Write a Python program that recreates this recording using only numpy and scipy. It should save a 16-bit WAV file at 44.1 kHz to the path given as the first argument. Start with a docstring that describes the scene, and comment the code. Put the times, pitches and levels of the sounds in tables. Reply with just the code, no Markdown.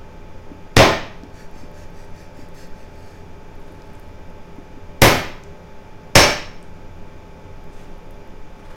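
"""A heavy cleaver chops into a joint of lamb in a hard-walled kitchen: the edge hisses through flesh,
the bone cracks, the steel rings, the table thumps and the board bounces, overloading the microphone.
The blade saws to and fro and is drawn free, then the sticky joint is shifted with bumps and wet clicks.
Two more chops land, the last with the loudest ring of steel, and the joint slides over the board again.
An appliance hums underneath from start to finish."""
import sys
import numpy as np
from scipy import signal
from scipy.fft import rfft, irfft
from scipy.io import wavfile
from scipy.ndimage import uniform_filter1d

SR = 44100
rng = np.random.default_rng(int(sys.argv[2]) if len(sys.argv) > 2 else 0)


def output_pcm(signal):
    """Save a mono or channel-first signal as 16-bit PCM at the path in sys.argv[1].

    Samples are clipped to [-1, 1] before scaling.
    """
    pcm = np.clip(np.atleast_2d(signal).T, -1, 1) * 32767
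    wavfile.write(sys.argv[1], SR, np.round(pcm).astype(np.int16))


N = 386302
TIME = np.arange(N) / SR
AGE = TIME[:SR]   # the second that follows a contact


# Cleaver blows and the mix of their layers: start_s, crack_db, crack_decay_s, tilt_db_per_octave,
# sizzle_db, splinter_db, knock_db, blade_trim_db, thump_db
CHOPS = [(0.767, 0.5, 0.0031, -1, -5, -22.5, -7, -25, -6), (5.0189, 0, 0.0054, -1, 14, -23, -7, -28, -6),
         (6.155, -0.5, 0.0069, .5, 1, -16, -3, -5, -8)]
# Hiss of steel parting flesh: freq_hz, level_db
FLESH_EQ = [(900, -8), (1500, 1), (1900, 3), (2900, -3), (4500, 1), (6400, -0.5), (8700, -8), (10000, -4.5),
            (12400, -11), (13500, -5.5), (16000, -17)]
# Tone of cracking bone: freq_hz, level_db
CRACK_EQ = [(200, 2.5), (570, 5.5), (1000, -1), (1500, -2.5), (1720, 4), (1920, 3.5), (2400, -1),
            (3000, -4.5), (4100, -7.5), (5400, -5), (8000, -15.5), (12000, -20.5), (16000, -31)]
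# Dull knock of the bone itself: pitch_hz, level_db, t60_s
BONE_MODES = [(600, -2, .02), (1789, 0.5, .036)]

def bone_chops(flesh_s=0.0037, flesh_db=-21, splinter_s=0.03):
    """The attack: the edge hisses through flesh, then the bone cracks, knocks and splinters."""
    out = np.zeros(N)
    for start_s, crack_db, crack_s, tilt_db, sizzle_db, splinter_db, knock_db, *_ in CHOPS:
        entry = np.sqrt(AGE / flesh_s) * (AGE < flesh_s)
        add(out, start_s - flesh_s, from_db(flesh_db) * entry * noise(FLESH_EQ, SR))
        crack = from_db(crack_db) * np.exp(-(AGE / crack_s) ** 2)
        splinters = from_db(splinter_db) * np.exp(-AGE / splinter_s) * grain(depth_db=8.5, span_s=0.00031)
        fracture = burst(crack + splinters, crack_colour(tilt_db, sizzle_db))
        add(out, start_s, fracture + from_db(knock_db) * struck(BONE_MODES))
    return out


def crack_colour(tilt_db, sizzle_db, pivot_hz=1500, sizzle_hz=10060):
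    """A sharper blow tilts the crack towards the treble; a high shelf sets the sizzle on top."""
    hz, db = np.transpose(CRACK_EQ)
    shelf = 1 / (1 + (sizzle_hz / hz) ** 8)
    return np.c_[hz, db + tilt_db * np.log2(hz / pivot_hz) + sizzle_db * shelf]


# Bright ring of the steel: pitch_hz, level_db, t60_s
BLADE_MODES = [(1720, -8.5, .2), (1850, -8.5, .2), (1850, -7, 0.18), (2288, -0.5, .16), (2440, -1.5, .16),
               (3330, -10.5, .22), (4500, -15.5, .22), (5350, 3, .26), (5480, 2, 0.29), (5576, 2.5, 0.219),
               (6290, 11.5, 0.11), (7040, -11, .25), (7550, -8, .15), (10200, -19.5, .12)]

def blade_ring(ring_db=-10):
    """The steel rings after a blow, least when it sticks in the meat; chafing bone roughens the ring."""
    out = np.zeros(N)
    for start_s, *_, trim_db, _ in CHOPS:
        ring = from_db(ring_db + trim_db) * struck(BLADE_MODES)
        add(out, start_s, ring * grain(depth_db=8.5, span_s=0.013))
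    return out


# Landings of the board, two to a chop: start_s, clack_db, ring_db
BOUNCES = [(0.7905, 0, -11.5), (0.803, -7.5, -16.5), (5.024, -6.5, -38), (5.043, -5.5, -23),
           (6.160, -13, -28), (6.177, -10, -24)]
# Clack of board on table: freq_hz, level_db
CLACK_EQ = [(100, -8.5), (200, 12), (400, -1.5), (620, 12.5), (950, 0), (1400, -2.5), (2400, -2),
            (4000, -9), (5600, -23.5), (8000, -28.5), (16000, -28)]
# Hollow ring of the board: pitch_hz, level_db, t60_s
BOARD_MODES = [(216, -13.5, .2), (276, -10, 0.31), (321, -9.5, .3), (382.7, -6, .3), (441, -15.5, .25),
               (530, 2, 0.34), (611.4, 1.5, .26), (656, 1.5, .24), (726, -9.5, 0.18), (790, -9.5, 0.22),
               (885, -6.5, .26), (1045, -8.5, .26)]

def board_bounces(clack_s=.004):
    """The body: each landing of the board is a short clack and a hollow ring, returned as two stems."""
    clacks, rings = np.zeros((2, N))
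    for start_s, clack_db, ring_db in BOUNCES:
        add(clacks, start_s, burst(from_db(clack_db) * np.exp(-AGE / clack_s), CLACK_EQ))
        add(rings, start_s, from_db(ring_db) * struck(BOARD_MODES))
    return clacks, rings


# Low boom of the table: pitch_hz, level_db, t60_s
TABLE_MODES = [(29, -1.5, 0.2), (81.1, -5, 0.36), (101, -2, 0.1), (122.7, -6, 0.37), (157.4, -10.5, 0.3),
               (205, -3.5, 0.15), (266, -12, .14)]

def table_thumps(lag_s=0.0078):
    """The weight: the meat cushions the blow, so the table is pushed down a moment later."""
    out = np.zeros(N)
    for start_s, *_, thump_db in CHOPS:
        add(out, start_s + lag_s, -from_db(thump_db) * struck(TABLE_MODES))
    return out


# Level ride of the sawing: time_s, level_db
SAW_EFFORT = [(1.39, -50.5), (2.0, -51.5), (2.4, -52.5), (2.6, -47.5), (2.8, -54.5)]
DRAW_OUT = (2.86, 0.41, -56.5)   # the blade is pulled slowly free: start_s, length_s, level_db

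def saw_strokes(first_s=1.318, spacing_s=.202, moving_share=0.76, pull_db=-2, count=8):
    """Evenly paced pushes and weaker pulls, each as start_s, length_s, level_db."""
    turn = np.arange(count)
    starts = first_s + spacing_s * turn
    length_s = spacing_s * moving_share
    levels = np.interp(starts + length_s / 2, *np.transpose(SAW_EFFORT)) + pull_db * (turn % 2)
    return [(start_s, length_s, db) for start_s, db in zip(starts, levels)]


def sawing(ring_db=-2, hiss_db=-6, width_hz=160):
    """Tearing fibres hiss and drive the blade's modes, which the meat damps and detunes on each stroke."""
    out = np.zeros(N)
    for start_s, length_s, db in [*saw_strokes(), DRAW_OUT]:
        friction = noise(FLESH_EQ, SR)
        ring = np.zeros(SR)
        for hz, *_ in BLADE_MODES[::2]:   # the buried blade keeps only some of its modes
            detune = rng.normal(1, .04)
            ring += grain(depth_db=1, span_s=0.025) * resonate(friction, hz * detune, width_hz)
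        hiss = noise(FLESH_EQ, SR) * grain(depth_db=1.5, span_s=0.0012)
        rasp = from_db(ring_db) * rms_one(ring) + from_db(hiss_db) * hiss
        add(out, start_s, from_db(db) * swell(length_s) * rasp)
    return out


# Soft bumps of hand, handle and meat: start_s, relative_level_db
BUMPS = [(0.516, -20), (1.235, -21), (1.635, -24), (2.391, -21), (4.585, -20), (4.774, -24.5)]
# Wet clicks of gristle: start_s, level_db, peak_hz
GRISTLE_CLICKS = [(1.2353, -42.5, 5060), (3.8199, -43.5, 4800), (3.9521, -48, 7900), (3.997, -46, 12000),
                  (5.437, -39.5, 6230), (6.628, -43.5, 8550)]
# The joint sliding over the board: start_s, length_s, level_db, centre_hz
SLIDES = [(3.498, 0.43, -49.5, 284), (3.804, 0.33, -41.5, 44.6), (7.68, 0.2, -62.5, 6020),
          (7.719, 0.18, -55.5, 2000), (7.682, .35, -53, 260), (8.513, 0.53, -50.5, 1234)]

def handling(bump_hz=260, bump_s=0.0021, click_s=0.0013):
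    """Moving the joint makes dull bumps, wet clicks and a rub on the board."""
    out = np.zeros(N)
    # flesh damps a bump within a cycle or two
    bump = np.sin(2 * np.pi * bump_hz * AGE) * AGE / bump_s * np.exp(-AGE / bump_s)
    for start_s, db in BUMPS:
        add(out, start_s - bump_s / 2, from_db(db + 2.5) * bump)
    for start_s, db, hz in GRISTLE_CLICKS:
        click_eq = [(hz / 2, -20), (hz, 0), (2 * hz, -24)]
        add(out, start_s, burst(from_db(db) * np.exp(-AGE / click_s), click_eq, passes=1))
    for start_s, length_s, db, hz in SLIDES:
        rub = rms_one(resonate(rng.standard_normal(SR), hz, width_hz=.5 * hz))
        add(out, start_s, from_db(db) * swell(length_s) * rub * grain(depth_db=3.0, span_s=0.018))
    return out


# Stretches when the meat crackles: start_s, end_s
CRACKLE_CUES = [(1.5, 3.2), (3.4, 4.8), (7.6, 8.4)]

def meat_crackle(snaps_per_s=12, level_db=-57, spread_db=5, snap_s=.0011, centre_hz=12000):
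    """Tiny sticky snaps come at random while the meat is handled."""
    handled = sum((TIME > start_s) & (TIME < end_s) for start_s, end_s in CRACKLE_CUES)
    triggers = rng.random(N) < handled * snaps_per_s / SR
    snaps = triggers * from_db(level_db + spread_db * rng.standard_normal(N))
    envelope = signal.lfilter([1], [1, -np.exp(-1 / (snap_s * SR))], snaps + 1e-18)
    return envelope * rms_one(resonate(rng.standard_normal(N), centre_hz, width_hz=6000))


# Steady wash of air: freq_hz, level_db
AIR_EQ = [(40, -4.5), (65, 0), (130, -5), (250, -7.5), (470, -10.5), (700, -13), (1000, -20), (1400, -21),
          (2700, -26.5), (4000, -35.5), (5500, -34), (6900, -37), (7900, -47), (13500, -47.5),
          (16000, -52.5)]
# Deep rumble: freq_hz, level_db
RUMBLE_EQ = [(8, -2.5), (14, -9), (18, 1), (24, -7), (34, -26.5), (60, -36), (150, -75)]
# Resonances in the appliance's air flow: centre_hz, nominal_width_hz, level_db
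DUCT_RESONANCES = [(88.23, 6.8, -49.5), (171.6, 13, -52), (400, 4.8, -61.5), (523.5, 35.7, -56.5),
                   (589, 3.3, -58), (915, 84, -60), (2400, 200, -75.5), (3370, 100, -74)]
# Motor tones: pitch_hz, level_db
MOTOR_TONES = [(403.7, -52.5), (866.2, -54), (1098, -65), (1270, -64.5), (1561, -65.5), (2309, -72.5),
               (2331, -66), (2449, -68), (3580, -73.5), (4910, -75)]

def appliance(air_db=-42.5, rumble_db=-36):
    """The bed: air noise and a deep rumble, with resonances of the air flow and steady motor tones."""
    bed = from_db(air_db) * noise(AIR_EQ, N) + from_db(rumble_db) * noise(RUMBLE_EQ, N)
    flow = rng.standard_normal(N)
    for hz, width_hz, db in DUCT_RESONANCES:
        band = resonate(flow, hz, 1.02 * width_hz)
        band = resonate(band, hz, 1.02 * width_hz)   # twice, for steeper skirts
        bed += from_db(db) * rms_one(band)
    for hz, db in MOTOR_TONES:
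        bed += from_db(db) * np.sqrt(2) * np.sin(2 * np.pi * (hz * TIME + rng.random()))
    return bed


# Reverb decay of the kitchen: freq_hz, t60_s
KITCHEN_DECAY = [(100, 0.56), (300, 0.45), (700, 0.5), (1500, 0.54), (3000, 0.53), (5500, 0.49),
                 (8000, 0.33), (11000, 0.3), (15000, 0.38)]

def kitchen_reverb(predelay_s=.0045, build_s=0.0017, passes=3):
    """Echoes off hard walls thicken after a short gap, then die away band by band; unit energy."""
    onset = 1 - np.exp(-np.maximum(AGE - predelay_s, 0) / build_s)
    longest_t60 = max(t60 for _, t60 in KITCHEN_DECAY)
    fade = from_db(-60 * AGE / longest_t60)
    echoes = rng.standard_normal(SR)
    for _ in range(passes):   # the strong early echoes favour no pitch
        early = (flatten(echoes * fade, span_hz=35) / fade)[:SR // 5]
        echoes[:len(early)] = rms_one(early)
    hz = np.fft.rfftfreq(SR, 1 / SR)
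    centres = np.geomspace(100, 15000, num=12)
    tail = np.zeros(SR)
    for centre, share in zip(centres, np.eye(len(centres))):
        band = irfft(rfft(echoes) * at_hz(np.c_[centres, share], hz), SR)
        tail += onset * band * np.exp(-np.log(1000) * AGE / at_hz(KITCHEN_DECAY, centre))
    return tail / np.sqrt(np.sum(tail ** 2))


def from_db(db):
    """Decibels to gain."""
    return 10 ** (np.asarray(db) / 20)


def rms_one(x):
    """Scale to unit rms."""
    return x / np.sqrt(np.mean(x ** 2) + 1e-20)


def add(track, start_s, sound):
    """Mix a sound into a track at its cue."""
    start = int(np.clip(round(start_s * SR), 0, N - 1))
    track[start:start + len(sound)] += sound[:N - start]


def at_hz(curve, hz):
    """Read a curve on a log-frequency axis."""
    freqs, values = np.transpose(curve)
    return np.interp(np.log(np.maximum(hz, 1)), np.log(freqs), values)


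def equalise(x, eq):
    """Colour a sound with an EQ curve."""
    gain = from_db(at_hz(eq, np.fft.rfftfreq(len(x), 1 / SR)))
    return irfft(rfft(x) * gain, len(x))


def noise(eq, size):
    """Coloured noise, rms 1."""
    return rms_one(equalise(rng.standard_normal(size), eq))


def resonate(x, hz, width_hz):
    """Two-pole resonance."""
    r = np.exp(-np.pi * width_hz / SR)
    return signal.lfilter([1 - r, 0, r - 1], [1, -2 * r * np.cos(2 * np.pi * hz / SR), r * r], x)


def struck(modes):
    """Decaying sines; every blow shares its force among the modes a little differently."""
    hz, db, t60 = np.transpose(modes)[:, :, None]
    strength = from_db(db + rng.standard_normal(hz.shape))
    return np.sum(strength * np.sin(2 * np.pi * hz * AGE) * np.exp(-np.log(1000) * AGE / t60), axis=0)


def grain(depth_db, span_s):
    """Uneven gain of many tiny fractures, rms 1."""
    swing = rms_one(uniform_filter1d(rng.standard_normal(SR), max(1, int(span_s * SR))))
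    return rms_one(from_db(depth_db * np.clip(swing, -2, 2)))


def swell(length_s):
    """Speed of a stroke that starts and ends at rest."""
    return np.sin(np.pi * np.minimum(AGE / length_s, 1))


def flatten(x, span_hz):
    """Level out the broad peaks and dips of a sound's spectrum; fine detail stays."""
    bins = rfft(x)
    power = uniform_filter1d(np.abs(bins) ** 2, max(1, int(span_hz * len(x) / SR)))
    return irfft(bins / np.sqrt(np.abs(power) + 1e-12), len(x))


def burst(envelope, eq, passes=3):
    """A dense shower of clicks under an envelope, flattened in spectrum and then coloured by an EQ."""
    shape = envelope / envelope.max()
    shower = rng.standard_normal(SR) * shape
    for _ in range(passes):
        shower = flatten(shower, span_hz=15) * shape ** (1 / 4)
    gated = equalise(shower, eq) * (shape > 1e-4)
    return rms_one(gated) * np.sqrt(np.mean(envelope ** 2))


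def scene():
    """The mix: each stem has its own send to the kitchen reverb, over the dry appliance bed."""
    clacks, board_rings = board_bounces()
    stems = [(bone_chops() + clacks, 3),   # sound, send_db
             (blade_ring(), -3),
             (board_rings, -7),
             (table_thumps(), -14),
             (sawing() + handling() + meat_crackle(), -7)]
    direct = sum(sound for sound, _ in stems)
    send = sum(from_db(send_db) * sound for sound, send_db in stems)
    reverb = signal.fftconvolve(send, kitchen_reverb())[:N]
    return (direct + reverb + appliance())[None]


def record(dry, cutoff_hz=15900):
    """The blows overload the microphone into soft clipping; a steep low-pass cuts the very top."""
    clipped = dry / (1 + dry ** 8) ** (1 / 8)
    lowpass = signal.ellip(10, .05, 60, cutoff_hz, fs=SR, output="sos")
    return signal.sosfiltfilt(lowpass, clipped)


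dry = scene()
out = record(dry)
output_pcm(out)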